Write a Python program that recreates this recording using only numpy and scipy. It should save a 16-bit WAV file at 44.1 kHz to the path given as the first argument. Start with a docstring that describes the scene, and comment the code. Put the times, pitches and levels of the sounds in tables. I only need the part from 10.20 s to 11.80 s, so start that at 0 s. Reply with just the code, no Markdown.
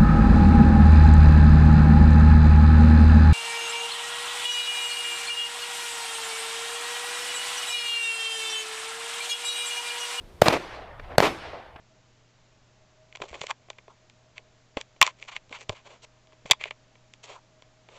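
"""Two shotgun blasts below a rock cliff in open hills, close enough to overload the microphone.
Each follows a thin pellet crack, arrives with its ground bounce, slaps back once from near rock,
then scatters off the rough cliff. The hills roll the sound back, ever duller, and a far face
returns a small clap. Light wind buffets the microphone; a faint hiss sinks after the first blast."""
import sys
import numpy as np
from scipy import signal
from scipy.fft import rfft, irfft, next_fast_len
from scipy.io import wavfile
from scipy.ndimage import uniform_filter1d

SR = 44100
rng = np.random.default_rng(int(sys.argv[2]) if len(sys.argv) > 2 else 0)


def store_pcm(level_fs):
    """Save levels as 16-bit WAV."""
    pcm = np.round(np.clip(level_fs, -1, 1) * 32767).astype(np.int16)
    wavfile.write(sys.argv[1], SR, np.atleast_2d(pcm).T)


N = 70560
N_FFT = next_fast_len(N + 8192)
TIME_S = np.arange(N) / SR
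FREQ_HZ = np.fft.rfftfreq(N_FFT, 1 / SR)

# muzzle blasts: t/s, level/dB, overpressure/ms, ground bounce delay/ms, cut-off/Hz, relative grit/dB
SHOTS = [(.2194, 14, .43, 1.26, 14000, -18), (.9823, 11, .45, 1.17, 8500, -11.5)]
# spectrum of front roughness and pellet cracks: f/Hz, level/dB
GRIT_SPECTRUM = [(100, -26.5), (700, -14.5), (1200, -7.5), (1650, 9.5), (2500, -1.5), (4600, 5),
                 (6500, -7.5), (15000, -12.5)]


def amp(db):
    """Decibels to gain."""
    return 10 ** (np.asarray(db) / 20)


def unit_rms(x):
    """Scale to rms 1."""
    return x / np.sqrt(np.mean(x ** 2) + 1e-20)


def log_interp(points, hz=FREQ_HZ):
    """Interpolate (f/Hz, value) points on a log frequency axis."""
    point_hz, values = np.transpose(points)
    return np.interp(np.log(hz + 1), np.log(point_hz + 1), values)


def gain_curve(points):
    """Gain per sample from (t/s, level/dB) points."""
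    return amp(np.interp(TIME_S, *np.transpose(points)))


def lowpass(cut_hz):
    """First-order treble loss, as gain per frequency."""
    return 1 / np.hypot(1, FREQ_HZ / cut_hz)


def causal_filter(x, gain):
    """Minimum-phase filter with the given gain per frequency."""
    cepstrum = irfft(np.log(np.maximum(gain, 1e-6)), N_FFT)
    cepstrum[1:N_FFT // 2] *= 2
    cepstrum[N_FFT // 2 + 1:] = 0
    return irfft(rfft(x, N_FFT) * np.exp(rfft(cepstrum)), N_FFT)[:N]


def noise(spectrum, gain=1):
    """Noise of rms 1, shaped by (f/Hz, level/dB) points and a gain per frequency."""
    white = rfft(rng.standard_normal(N_FFT))
    return unit_rms(irfft(white * amp(log_interp(spectrum)) * gain, N_FFT)[:N])


def decay(start_s, fall_s):
    """1 until start_s, then exponential fall."""
    return np.exp(-np.maximum(TIME_S - start_s, 0) / fall_s)


def swell(peak_s, rise_s, fall_s):
    """Gaussian rise, exponential fall."""
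    return np.exp(-(np.minimum(TIME_S - peak_s, 0) / rise_s) ** 2) * decay(peak_s, fall_s)


def burst(start_s, fall_s):
    """Instant attack, exponential fall."""
    return (TIME_S >= start_s) * decay(start_s, fall_s)


def background_hiss():
    """Faint hiss that sinks after the first blast as the recorder's gain drops."""
    # envelope: t/s, level/dB
    hiss_levels = [(0, -54), (.2, -53.5), (.4, -55), (.68, -65), (.9, -59), (1.1, -66), (1.6, -65.5)]
    # hiss spectrum: f/Hz, level/dB
    spectrum = [(60, 0), (170, -3), (400, 2), (800, -5.5), (1700, -13), (3500, -16.5), (7000, -24),
                (15000, -33)]
    return gain_curve(hiss_levels) * noise(spectrum)


def wind():
    """Low buffeting on the microphone."""
    # envelope: t/s, level/dB
    buffet_levels = [(0, -55), (.04, -43.5), (.11, -53), (.17, -45), (.21, -52), (.42, -58), (.5, -50.5),
                     (.62, -51.5), (.69, -50.5), (.79, -46), (.87, -45), (.95, -44.5), (1.1, -49),
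                     (1.18, -56), (1.3, -48.5), (1.45, -61), (1.6, -48)]
    # rumble spectrum: f/Hz, level/dB
    spectrum = [(15, -13), (28, -3.5), (45, -13), (65, -8), (120, -13), (300, -37.5), (1000, -70)]
    return gain_curve(buffet_levels) * noise(spectrum)


def far_claps():
    """A far rock face returns one small clap per shot."""
    # echoes: t/s, level/dB, rise/s, fall/s, cut-off/Hz
    claps = [(0.798, -35.5, 0.0019, 0.0039, 11900), (1.562, -38, 0.0024, 0.0049, 4620)]
    # echo spectrum: f/Hz, level/dB
    spectrum = [(50, 6), (150, 3), (350, 2), (800, 8), (1800, 1.5), (2700, 0), (4500, -13), (8000, -31),
                (15000, -39)]
    return sum(amp(db) * swell(peak_s, rise_s, fall_s) * noise(spectrum, lowpass(cut_hz))
               for peak_s, db, rise_s, fall_s, cut_hz in claps)


def hill_echoes():
    """Hillsides answer in broad swells, dulled by the air."""
    # echoes: t/s, level/dB, rise/s, fall/s, air cut-off/Hz
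    echoes = [(0.551, -43, 0.044, 0.05, 4430), (0.586, -43, 0.01, 0.11, 1030),
              (0.843, -47, .015, 0.04, 2780), (0.927, -38.5, 0.036, 0.021, 1360),
              (0.959, -38.5, 0.013, 0.0034, 1410), (1.255, -41, 0.062, 0.11, 4300),
              (1.337, -37.5, 0.0064, 0.06, 880), (1.6, -50, 0.0094, 0.048, 1840)]
    # echo spectrum: f/Hz, level/dB
    spectrum = [(60, -20), (250, -9.5), (450, -3), (650, 3), (1100, -4), (2500, -5), (5000, -11.5),
                (15000, -41)]
    return sum(amp(db) * swell(peak_s, rise_s, fall_s) * noise(spectrum, lowpass(cut_hz) ** 2)
               for peak_s, db, rise_s, fall_s, cut_hz in echoes)


def terrain_patches(shape, depth_db=2.5, width_bins=5, width_frames=6):
    """Uneven terrain: random gain, smooth over frequency and time."""
    field = uniform_filter1d(rng.standard_normal(shape), size=width_bins, axis=0)
    field = uniform_filter1d(field, size=width_frames, axis=1)
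    return unit_rms(amp(depth_db * unit_rms(field)))


def rolling_tail(levels_db=(-29, -31), rise_s=0.031):
    """Open-country tail of each shot: the longer the path, the more treble the air takes."""
    # initial spectrum: f/Hz, level/dB
    spectrum = [(40, -10), (120, 1.5), (280, 2.5), (600, -6), (1100, -9), (2200, -11.5), (4000, -17),
                (7000, -22), (11000, -21.5), (15000, -18.5)]
    # decay times: f/Hz, T60/s
    decay_times = [(60, 1.12), (250, 0.54), (700, 2.6), (2000, 1.71), (4000, 1.26), (8000, 0.65),
                   (15000, 0.27)]
    out = np.zeros(N)
    for (shot_s, *_), db in zip(SHOTS, levels_db):
        bin_hz, frame_s, bins = signal.stft(noise(spectrum), SR, nperseg=512)
        t60_s = log_interp(decay_times, bin_hz)[:, None]
        fade = amp(-60 * np.maximum(frame_s - shot_s, 0) / t60_s)
        _, tail = signal.istft(bins * fade * terrain_patches(bins.shape), SR, nperseg=512)
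        attack = np.clip((TIME_S - shot_s) / rise_s, 0, 1)
        out += amp(db) * attack * tail[:N]
    return out


def cliff_scatter(rise_s=0.0023, facets_per_s=3500, diffuse_db=-4):
    """Rough ground and cliff scatter the blast: a click per facet, over diffuse noise."""
    # scattering stretches: t/s, length/s, level/dB, release/s, cut-off/Hz
    stretches = [(0.221, 0.011, -29.5, 0.053, 11700), (0.2576, 0.011, -18.5, .016, 10800),
                 (.275, 0.0074, -28, 0.0083, 2940), (0.299, 0.013, -26.5, 0.0067, 5240),
                 (.324, 0.0075, -20, 0.014, 11000), (.337, 0.035, -30, 0.0033, 3500),
                 (0.986, .02, -28.5, 0.046, 12000), (1.022, 0.039, -20, 0.023, 7850)]
    # rock echo spectrum: f/Hz, level/dB
    spectrum = [(30, -16), (100, -9), (300, -1), (550, 1.5), (950, -3), (1300, -4.5), (1600, -11),
                (2300, -6), (3000, -11.5), (4700, -18), (10000, -30.5), (15000, -38)]
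    facets = unit_rms((rng.random(N) < facets_per_s / SR) * rng.choice([-1, 1], N))
    returns = unit_rms(facets + amp(diffuse_db) * rng.standard_normal(N))
    rock_gain = amp(log_interp(spectrum))
    out = np.zeros(N)
    for start_s, length_s, db, release_s, cut_hz in stretches:
        attack = np.clip((TIME_S - start_s) / rise_s, 0, 1)
        envelope = attack * decay(start_s + length_s, release_s)
        out += amp(db) * causal_filter(envelope * returns, unit_rms(rock_gain * lowpass(cut_hz)))
    return out


def rock_slaps():
    """Near rock returns one sharp echo of each blast."""
    # echoes: t/s, level/dB, overpressure/ms, ground bounce delay/ms, cut-off/Hz, relative grit/dB
    slaps = [(.2834, 8.7, .37, .87, 8000, -14), (1.0034, 7.3, .34, .93, 4800, -18)]
    return blasts(slaps)


def pellet_cracks(fall_s=0.00081):
    """Thin, bright cracks of the pellets just ahead of each blast."""
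    # cracks: t/s, level/dB
    cracks = [(0.2163, -20.5), (0.2179, -17.5), (0.9808, -27)]
    return noise(GRIT_SPECTRUM) * sum(amp(db) * burst(start_s, fall_s) for start_s, db in cracks)


def shock(start_s, overpressure_s):
    """A pressure jump that falls through zero into a longer suction."""
    return burst(start_s, overpressure_s) * (1 - (TIME_S - start_s) / overpressure_s)


def blasts(arrivals, ground_cut_hz=340, grit_fall_s=0.0016):
    """Each shock with its dull ground bounce, roughened by tiny reflections off grass and stones."""
    # blast colour: f/Hz, level/dB
    colour = [(30, -21), (120, -1), (300, -0.2), (600, 3.5), (1200, -3.5), (2500, -2.5), (4000, 1.5),
              (7000, -23.5), (15000, -18)]
    out = np.zeros(N)
    for start_s, db, overpressure_ms, bounce_ms, cut_hz, grit_db in arrivals:
        direct = shock(start_s, overpressure_ms / 1000)
        delayed = shock(start_s + bounce_ms / 1000, overpressure_ms / 1000)
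        bounce = causal_filter(delayed, lowpass(ground_cut_hz))
        front = causal_filter(direct + bounce, amp(log_interp(colour)))
        grit = amp(grit_db) * burst(start_s, grit_fall_s) * noise(GRIT_SPECTRUM)
        out += amp(db) * causal_filter(grit - front, lowpass(cut_hz) ** 2)
    return out


def scene():
    """Shots, echoes from near to far, wind and hiss; mono."""
    shots = blasts(SHOTS) + pellet_cracks()
    echoes = rock_slaps() + cliff_scatter() + rolling_tail() + hill_echoes() + far_claps()
    return (shots + echoes + wind() + background_hiss())[None]


def record(dry):
    """Overload: clip at full scale with a rounded knee, then band-limit."""
    hardness, top_hz, edge_hz = 10, 15900, 1200
    clipped = dry / (1 + np.abs(dry) ** hardness) ** (1 / hardness)
    passband = np.sin(np.pi / 2 * np.clip((top_hz - FREQ_HZ) / edge_hz, 0, 1)) ** 2
    return irfft(rfft(clipped, N_FFT) * passband, N_FFT)[:, :N]


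dry = scene()
out = record(dry)
store_pcm(out)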